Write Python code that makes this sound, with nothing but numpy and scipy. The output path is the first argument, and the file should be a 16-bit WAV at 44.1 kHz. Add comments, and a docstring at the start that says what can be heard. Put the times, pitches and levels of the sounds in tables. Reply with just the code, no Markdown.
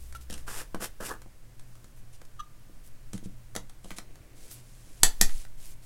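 """A faint hiss, hum and rumble lie under a small plastic jar being unscrewed over a workbench.
In four turns its lid rasps (random slips shaking plastic), and it squeaks (wavering sine tones).
Hands rub (filtered grains); lid, jar and tools tap and knock (short bursts through resonances).
Two sharp cracks of a snapping wooden stick (torn noise and ringing tones) follow.
A short room echo surrounds these; a body-worn camera's one microphone also rumbles and catches puffs of air."""
import sys
import numpy as np
from scipy import signal
from scipy.fft import rfft, irfft, next_fast_len
from scipy.io import wavfile
from scipy.ndimage import uniform_filter1d, map_coordinates

SR = 44100
rng = np.random.default_rng(int(sys.argv[2]) if len(sys.argv) > 2 else 0)


def unload_audio(sound):
    """Save the sound as a 16-bit wav file, at the path given as the first command line argument."""
    columns = np.transpose(np.atleast_2d(sound))
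    # keep every value between -1 and 1, then stretch to whole-number steps
    steps = np.round(np.clip(columns, -1, 1) * 32767)
    wavfile.write(sys.argv[1], SR, steps.astype(np.int16))


N = 258131
TIME = np.arange(N) / SR  # seconds through the whole scene
AGE = TIME[:SR // 3]  # seconds since the start of one short sound

# The stick breaks. Each row: time in seconds, crack level in dB, tearing time in seconds,
# ring level in dB relative to the tearing.
BREAKS = [(5.0326, -8, 0.0038, -4.5), (5.2121, -12, 0.0046, -5)]


def amp(db):
    """Turn decibels into a plain multiplier."""
    return 10 ** (np.asarray(db) / 20)


def unit(x):
    """Scale a sound to an average strength (rms) of 1."""
    return x / np.sqrt(np.mean(x ** 2) + 1e-20)


def crest(x, size=176):
    """Scale a short sound so that its loudest few milliseconds have rms 1."""
    power = uniform_filter1d(x * x, size, mode="constant")
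    return x / np.sqrt(power.max() + 1e-20)


def fade(t, t60):
    """Die away exponentially, falling 60 dB in t60 seconds."""
    return np.exp(-np.log(1000) * t / np.maximum(t60, 1e-4))


def along(points, hz):
    """Read a curve of (Hz, value) points on a logarithmic frequency axis."""
    f, v = np.transpose(points)
    return np.interp(np.log(hz + 1), np.log(f + 1), v)


def wobble(rate):
    """Draw a smooth random curve through rate random points a second."""
    knots = rng.standard_normal(int(N * rate / SR) + 4)
    return map_coordinates(knots, [TIME * rate / SR])


def filtered(x, response):
    """Multiply the spectrum of x by a response that depends on frequency."""
    m = 2 * next_fast_len(len(x) // 2 + 4096)  # padding leaves room for ringing
    spectrum = rfft(x, m) * response(np.fft.rfftfreq(m, 1 / SR))
    return irfft(spectrum, m)[:len(x)]


def coloured(x, points):
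    """Give x the tone of a (Hz, dB) curve, with no sound ahead of its cause."""
    def response(hz):
        # folding the cepstrum makes the filter respond only after its input
        cepstrum = irfft(np.log(amp(along(points, hz)) + 1e-6))
        half = len(cepstrum) // 2
        folded = np.r_[cepstrum[0], 2 * cepstrum[1:half], np.zeros(half)]
        return np.exp(rfft(folded))
    return filtered(x, response)


def resonate(x, modes):
    """Let x excite resonances, each given by its Hz, width in Hz and dB."""
    def response(f):
        return sum(amp(db) * 1j * f * w / (c * c - f * f + 1j * f * w) for c, w, db in modes)
    return filtered(x, response)


def grains(rate, spread_db):
    """Tiny slips at random moments, rate a second on average, of random sizes; rms 1."""
    happens = rng.random(N) < rate / SR
    direction = rng.choice([-1, 1], N)
    size = amp(spread_db * rng.standard_normal(N))
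    return unit(happens * direction * size)


def contact(t60, chatter):
    """Force of a blow: one push, then a dying chatter."""
    force = rng.standard_normal(len(AGE)) * fade(AGE, t60)
    push = AGE == 0
    return chatter * force / np.linalg.norm(force) + push


def add(track, s, sound):
    """Mix a short sound into a track, starting at s seconds."""
    start = max(round(s * SR), 0)
    track[start:start + len(sound)] += sound[:N - start]


def stroke(s, length, db):
    """Gain over time of a hand movement: it speeds up and slows down again."""
    progress = np.clip((TIME - s) / length, 0, 1)
    return amp(db) * np.abs(np.sin(np.pi * progress)) ** 0.39  # the low power broadens the middle


def strokes(rows):
    """Gain over time of several movements."""
    return sum(stroke(*row) for row in rows)


def background():
    """Filtered noise makes a steady hiss and a rough hum; a wavering low tone holds, then fades."""
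    # Tone of the workshop hiss. Each row: frequency in Hz, level in dB.
    air_tone = [(41, -42.5), (70, -4), (118, -11.5), (300, -19), (328, -19), (403, -24.5), (606, -23),
                (834, -28), (1150, -27.5), (1280, -30), (1510, -27.5), (3740, -35.5), (8860, -34.5),
                (16000, -42)]
    # Rough room hum. Each row: frequency in Hz, width in Hz, level in dB.
    hum_modes = [(119.5, 5, 0)]
    air_db, hum_db, drone_db = -59, -58.5, -47.5
    drone_hz, drone_hold_s, drone_t60_s = 63.55, 0.37, 0.95
    narrow = resonate(rng.standard_normal(N), hum_modes)
    hum = amp(hum_db) * unit(resonate(narrow, [(118, 50, 0)]))
    dying = fade(np.maximum(TIME - drone_hold_s, 0), drone_t60_s)
    phase = 2 * np.pi * drone_hz * TIME + 2.4 * wobble(10)
    drone = amp(drone_db) * dying * np.sqrt(2) * np.sin(phase)
    air = amp(air_db) * unit(coloured(rng.standard_normal(N), air_tone))
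    return hum + drone + air


def handling():
    """The camera sways with a deep, lumpy rumble; each jerk is a push and a pull of air."""
    # Tone of the rumble. Each row: frequency in Hz, level in dB.
    rumble_tone = [(8, 8.5), (18, -3), (28, -4), (40, -5), (55, -26.5), (85, -38), (110, -37), (160, -52)]
    # Extra sway as the hands work. Each row: start in seconds, length in seconds, level in dB.
    lurches = [(-0.2, 1.45, -44.5), (2.55, 1.1, -51.5), (5.01, 0.42, -32.5), (5.3, 0.53, -46)]
    # Jerks of the hands push air at the microphone. Each row: middle in seconds, peak level in dB,
    # half length in seconds.
    jerks = [(5.061, -17.5, 0.017), (5.239, -13.5, .018), (5.354, -20.5, 0.0205)]
    steady_db = -43.5
    sway = (amp(steady_db) + strokes(lurches)) * amp(1.23 * wobble(7))
    rumble = sway * unit(coloured(rng.standard_normal(N), rumble_tone))
    pushes = np.zeros(N)
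    for middle, level, half in jerks:
        position = (TIME - middle) / half
        pushes += amp(level) * -position * np.exp((1 - position ** 2) / 2)
    return rumble + pushes


def rubbing():
    """Skin slides with a fine dry grain, brighter under a light touch; sleeves have a duller one."""
    # Strokes of skin over plastic and wood. Each row: start in seconds, length in seconds,
    # level in dB before the cut and wobble below, lightness of touch from 0 to 1.
    rubs = [(-0.04, 0.17, -55.5, 0.6), (0.147, 0.029, -48, 0.4), (0.206, 0.036, -51, 0.6),
            (1.598, 0.32, -65.5, 0.6), (1.96, 0.047, -60.5, 0.7), (2.126, 0.042, -53, 0),
            (2.836, 0.056, -54, 0.8), (3.128, 0.048, -49.5, 0), (3.237, 0.028, -51.5, 0),
            (3.829, 0.15, -55, 0.05), (3.963, 0.024, -44, 0), (4.352, 0.26, -52.5, 0.22),
            (4.5, 0.053, -46, 0.97), (4.527, 0.98, -57, 0.18), (5.248, 0.21, -50, 0.02),
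            (5.575, 0.17, -50, 0.38), (5.82, 0.08, -53.5, 0.2)]
    # Tone of a firm touch. Each row: frequency in Hz, level in dB.
    skin_tone = [(300, -2), (1300, -10), (2400, -3.5), (4000, -3), (7500, 0.5), (10500, -1), (13500, -17.5),
                 (16000, -17)]
    # Tone of a light touch, mostly treble. Each row: frequency in Hz, level in dB.
    brush_tone = [(2000, -23), (5000, -9.5), (9500, -2), (13500, -2.5), (16000, -9.5)]
    # Dull rustle as the arms move. Each row: start in seconds, length in seconds, level in dB.
    sleeve_moves = [(3.95, 0.7, -63), (4.84, 0.24, -66)]
    # Tone of the sleeves. Each row: frequency in Hz, level in dB.
    cloth_tone = [(120, -36), (280, 7), (600, -2.5), (1200, -21.5), (2200, -8.5), (5000, -25)]
    firm = unit(coloured(grains(rate=10000, spread_db=5.5), skin_tone))
    light = unit(coloured(grains(rate=14000, spread_db=9), brush_tone))
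    skin = np.zeros(N)
    for s, length, db, lightness in rubs:
        share = np.clip(lightness, 0, 1)
        touch = np.sqrt(1 - share) * firm + np.sqrt(share) * light
        skin += stroke(s, length, db) * touch
    cloth = unit(coloured(grains(rate=2100, spread_db=6), cloth_tone))
    return skin * amp(-4.0 + 0.8 * wobble(45)) + strokes(sleeve_moves) * cloth


def clicks(tick_gain_db=-15, shell_gain_db=-1):
    """Each light contact chatters, giving a bright tick and a short hollow ring."""
    # Contacts of lid, jar and tools. Each row: time in seconds, tick level and shell level in dB,
    # both before the gains above.
    contacts = [(0.1255, -38, -48), (0.1496, -47, -46), (0.2122, -44, -63), (0.2995, -29, -44),
                (0.308, -26.5, -62), (0.3272, -25.5, -67), (0.3394, -24.5, -58), (0.379, -35, -49),
                (0.7466, -37, -38.5), (1.0084, -32, -55), (1.033, -43, -52), (1.0917, -26, -42),
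                (1.2182, -41, -49.5), (1.5954, -38.5, -54), (1.7538, -43, -57), (1.8434, -41, -55.5),
                (2.216, -44, -51), (2.2517, -43, -62), (3.1325, -27, -43.5), (3.178, -33, -50.5),
                (3.5519, -27.5, -36.5), (3.5628, -17, -33.5), (3.6964, -38, -52), (3.8447, -33.5, -74),
                (3.906, -67, -38), (3.915, -60, -42), (3.9848, -27.5, -36.5), (4.1565, -46, -53),
                (4.512, -36, -54.5), (5.2944, -50, -42.5), (5.451, -50, -48.5)]
    # Tone of the tick. Each row: frequency in Hz, level in dB.
    tick_tone = [(1500, -25), (2800, 11), (4500, 7.5), (7500, 7), (11000, 5), (16000, -24)]
    # Resonances of hollow plastic. Each row: frequency in Hz, width in Hz, level in dB.
    shell_modes = [(755, 1900, -0.5), (1280, 250, -8.5), (1540, 400, -2.5), (1960, 130, -6)]
    chatter_t60_s = 0.024
    out = np.zeros(N)
    for s, tick_db, shell_db in contacts:
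        force = contact(chatter_t60_s, chatter=2.9)
        tick = amp(tick_db + tick_gain_db) * crest(coloured(force, tick_tone))
        shell = amp(shell_db + shell_gain_db) * crest(resonate(force, shell_modes))
        add(out, s, tick + shell)
    return out


def squeaks():
    """A finger or the rim sticks and slips in a brief unsteady tone; every slip also rasps the rim."""
    # Each row: time of the crest in seconds, middle pitch in Hz, tone level in dB,
    # half length in seconds, rasp level in dB relative to the tone.
    slips = [(.152, 1420, -49, .0015, -6), (.160, 1357, -40, .0035, -12), (1.110, 1124, -36, .0015, -16),
             (2.396, 1250, -43, .0015, -5), (2.404, 1220, -33.5, .003, -14)]
    # Resonances of the rim. Each row: frequency in Hz, width in Hz, level in dB.
    rim_modes = [(1720, 120, -4), (2950, 130, -2), (3340, 120, 0), (3730, 110, -1), (4850, 130, -13),
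                 (5980, 140, -3)]
    lead_s = 0.05  # time allowed for a squeak to swell before its crest
    out = np.zeros(N)
    drift = 1 + .012 * wobble(250)[:len(AGE)]
    for s, hz, db, half, rasp_db in slips:
        swell = np.exp(-(np.abs(AGE - lead_s) / half) ** 1.3 / 2)
        tone = swell * np.sin(2 * np.pi * hz * np.cumsum(drift) / SR)
        # noise gets through only on the upper half of each cycle
        scrape = np.maximum(tone, 0) * rng.standard_normal(len(AGE))
        rasp = resonate(scrape, rim_modes)
        add(out, s - lead_s, amp(db) * (crest(tone) + amp(rasp_db) * crest(rasp)))
    return out


def envelope(s, attack, hold, t60):
    """Gain over time: a straight rise, a hold and an exponential release."""
    rise = np.clip((TIME - s) / attack, 0, 1)
    return rise * fade(np.maximum(TIME - s - attack - hold, 0), t60)


def twists():
    """Gains of the parts: plastic shudders most as a twist starts and stops, thread hisses with speed."""
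    # Twists of the lid, with levels before later changes. Each row: start, attack, hold and
    # release (time to fall 60 dB) in seconds, jar level in dB, lid level in dB, lid's growth
    # over the hold in dB, thread hiss level in dB, fastest moment in seconds, extra hiss there in dB.
    turns = [(0.294, 0.0069, 0.022, 0.38, -51, -55.5, 2.5, -52, 0.4, 7.5),
             (0.465, 0.019, 0.13, 0.12, -47, -41, -4, -44, 0.59, 2.5),
             (0.797, 0.032, 0.014, 0.08, -35.5, -38.5, 1.5, -38, 0.867, 9.5),
             (1.000, 0.008, 0.114, 0.14, -40.5, -41.5, 4.5, -51, 1.064, 12)]
    # the shudder eases by this much in mid-twist
    jar_ease_db, lid_ease_db = 7.5, 6.5
    spurt_s = 0.018  # half length of the fastest part
    jar, lid, thread = np.zeros((3, N))
    for s, attack, hold, t60, jar_db, lid_db, growth_db, hiss_db, fastest, spurt_db in turns:
        effort = envelope(s, attack, hold, t60)
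        progress = np.clip((TIME - s - attack) / hold, 0, 1)
        glide = np.sin(np.pi * progress) ** 2
        spurt = np.exp(-((TIME - fastest) / spurt_s) ** 2 / 2)
        jar += effort * amp(jar_db - jar_ease_db * glide)
        lid += effort * amp(lid_db + growth_db * progress - lid_ease_db * glide)
        thread += effort * amp(hiss_db + spurt_db * spurt)
    return jar, lid, thread


def unscrewing():
    """Coarse slips shake jar and lid while the thread hisses, all in uneven jolts."""
    # Tones of jar, lid and thread. Each row: frequency in Hz, level in dB.
    jar_tone = [(110, -19), (210, -1.5), (300, -3), (480, 2.5), (720, -3), (1000, -29), (1600, -25.5)]
    lid_tone = [(500, -24.5), (850, 6.5), (1100, 7), (1400, 8), (1750, 9), (2050, -24.5), (2600, -7),
                (4000, -48)]
    thread_tone = [(1180, -23), (2000, -2.5), (2200, -9), (2530, -3.5), (4050, -11), (5210, -5.5),
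                   (6250, -8), (7510, -4.5), (9090, -5), (13100, -9.5), (16000, -22)]
    jar_gain, lid_gain, thread_gain = twists()
    jolts = amp(1.55 * wobble(130))
    slips = grains(rate=900, spread_db=3.5)
    fine_slips = grains(rate=5300, spread_db=1.5) + .5 * slips
    jar = jar_gain * unit(coloured(slips, jar_tone))
    lid = lid_gain * unit(coloured(slips, lid_tone))
    hiss = thread_gain * unit(coloured(fine_slips, thread_tone))
    return jolts * (amp(-2.0) * jar + amp(-2.0) * lid + amp(-0.5) * hiss)


def knocks():
    """Blows make the boards thud; a softer contact (lower corner) keeps mainly their low modes."""
    # Blows that reach the bench. Each row: time in seconds, level in dB,
    # contact corner in Hz, time for the chatter to fall 60 dB in seconds.
    blows = [(0.301, -40, 340, 0.1), (0.325, -38.5, 199, 0.24), (.746, -29, 1110, 0.01),
             (0.758, -37, 700, 0.13), (1.005, -43.5, 600, 0.15), (1.261, -50, 493, 0.022),
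             (1.843, -53.5, 300, 0.052), (2.219, -51.5, 1520, 0.019), (2.697, -50, 300, 0.067),
             (3.133, -44, 393, 0.15), (3.1418, -33, 155, 0.058), (3.1522, -37, 193, 0.084),
             (3.228, -44, 250, 0.07), (3.259, -34.5, 140, 0.091), (3.562, -33.5, 800, 0.16),
             (3.575, -40.5, 804, 0.14), (3.846, -46.5, 800, 0.049), (3.857, -44, 450, 0.099),
             (3.913, -39.5, 220, 0.08), (3.985, -41.5, 714, 0.08)]
    # Each snap also jolts the bench. In order: level in dB, contact corner in Hz,
    # time for the chatter to fall 60 dB in seconds.
    jolt = (-28, 300, 0.093)
    # Modes of the boards. Each row: frequency in Hz, width in Hz, level in dB.
    bench_modes = [(112, 22, -5), (210, 30, 4), (305, 65, -2), (480, 110, -5), (660, 140, -5),
                   (1000, 300, -9)]
    out = np.zeros(N)
    snap_jolts = [(snap[0], *jolt) for snap in BREAKS]
    for s, db, corner_hz, t60 in list(blows) + snap_jolts:
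        blow = contact(t60, chatter=.48)
        force = filtered(blow, lambda hz: 1 / (1 + .5j * hz / corner_hz) ** 4)
        add(out, s, amp(db) * crest(resonate(force, bench_modes)))
    return out


def snaps():
    """Fibres tear for a few milliseconds; the sudden release leaves the wood ringing briefly."""
    # Tone of the tearing. Each row: frequency in Hz, level in dB.
    crack_tone = [(300, -39.5), (700, -8.5), (1200, -11), (1850, -6), (2300, -8.5), (3500, -7),
                  (4700, -1.5), (6300, -1), (8000, 0.5), (9800, -2), (12500, -7.5), (13600, -14.5),
                  (16000, -15)]
    # Modes of the stick. Each row: frequency in Hz, width in Hz, level in dB before a random lift.
    stick_modes = [(455, 25, -4), (867, 34, -5), (1790, 36, -1), (1911, 28, 0), (2640, 45, -7),
                   (3430, 50, -5), (4390, 60, -5), (4750, 90, -4), (5600, 60, -3), (6005, 45, 1),
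                   (6400, 70, -2), (7062, 50, 0), (7400, 65, 2), (7550, 70, 3), (7886, 60, 5),
                   (9230, 55, -1), (9470, 45, -1), (10210, 45, -1), (11900, 65, -4)]
    out = np.zeros(N)
    for s, db, tearing, ring_db in BREAKS:
        tear = rng.standard_normal(len(AGE)) * np.exp(-(AGE / tearing) ** 2.4)
        chance = rng.random((len(stick_modes), 2))
        ring = np.zeros(len(AGE))
        for (hz, width, level), (loud, phase) in zip(stick_modes, chance):
            decay = width * np.exp(-np.pi * width * AGE)  # wider modes start stronger and die sooner
            ring += amp(level + 2 * loud) * decay * np.sin(2 * np.pi * (hz * AGE + phase))
        crack = crest(coloured(tear, crack_tone)) + amp(ring_db) * crest(ring)
        add(out, s, amp(db) * crest(crack))
    return out


def workshop(x, wet_db, delay):
    """Bench and close walls answer with a short dense tail that builds up around delay seconds."""
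    # How long the room rings. Each row: frequency in Hz, time to fall 60 dB in seconds.
    room_t60 = [(150, 0.3), (1000, 0.18), (3000, 0.18), (8000, 0.14), (15000, 0.16)]
    hz, t, z = signal.stft(rng.standard_normal(len(AGE)), SR, nperseg=256)
    decay = fade(t, along(room_t60, hz)[:, None])
    tail = signal.istft(z * decay, SR, nperseg=256)[1][:len(AGE)]
    tail = tail * (1 - np.exp(-(AGE / delay) ** 4))
    echo = signal.fftconvolve(x, tail / np.linalg.norm(tail))[:N]
    return x + amp(wet_db) * echo


def scene():
    """Jar, taps and stick sound in one small room; rumble and background join at the microphone."""
    # Faint lingering ring from things on the bench. Each row: frequency in Hz, width in Hz, level in dB.
    tin_modes = [(1205, 1.5, 0), (2160, 3, 0)]
    jar = workshop(unscrewing() + rubbing(), wet_db=-11.5, delay=0.0045)
    jar = jar + workshop(squeaks(), wet_db=-16.5, delay=0.012)
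    taps = workshop(clicks(), wet_db=-8.0, delay=0.0063)
    taps = taps + workshop(knocks(), wet_db=-11.5, delay=0.0039)
    stick = workshop(snaps(), wet_db=-6, delay=0.0062)
    lingering = amp(-10.5) * resonate(jar + taps, tin_modes)
    mix = jar + taps + stick + lingering + handling() + background()
    return np.tile(mix, (2, 1))  # the same sound on both sides


def record(dry):
    """The camera rounds off the highest peaks and cuts steeply above its band limit."""
    top_hz = 16100
    limited = dry / (1 + np.abs(dry) ** 8) ** (1 / 8)

    def band_limit(hz):
        return 1 / np.sqrt(1 + (hz / top_hz) ** 160)
    return np.array([filtered(channel, band_limit) for channel in limited])


dry = scene()
out = record(dry)
unload_audio(out)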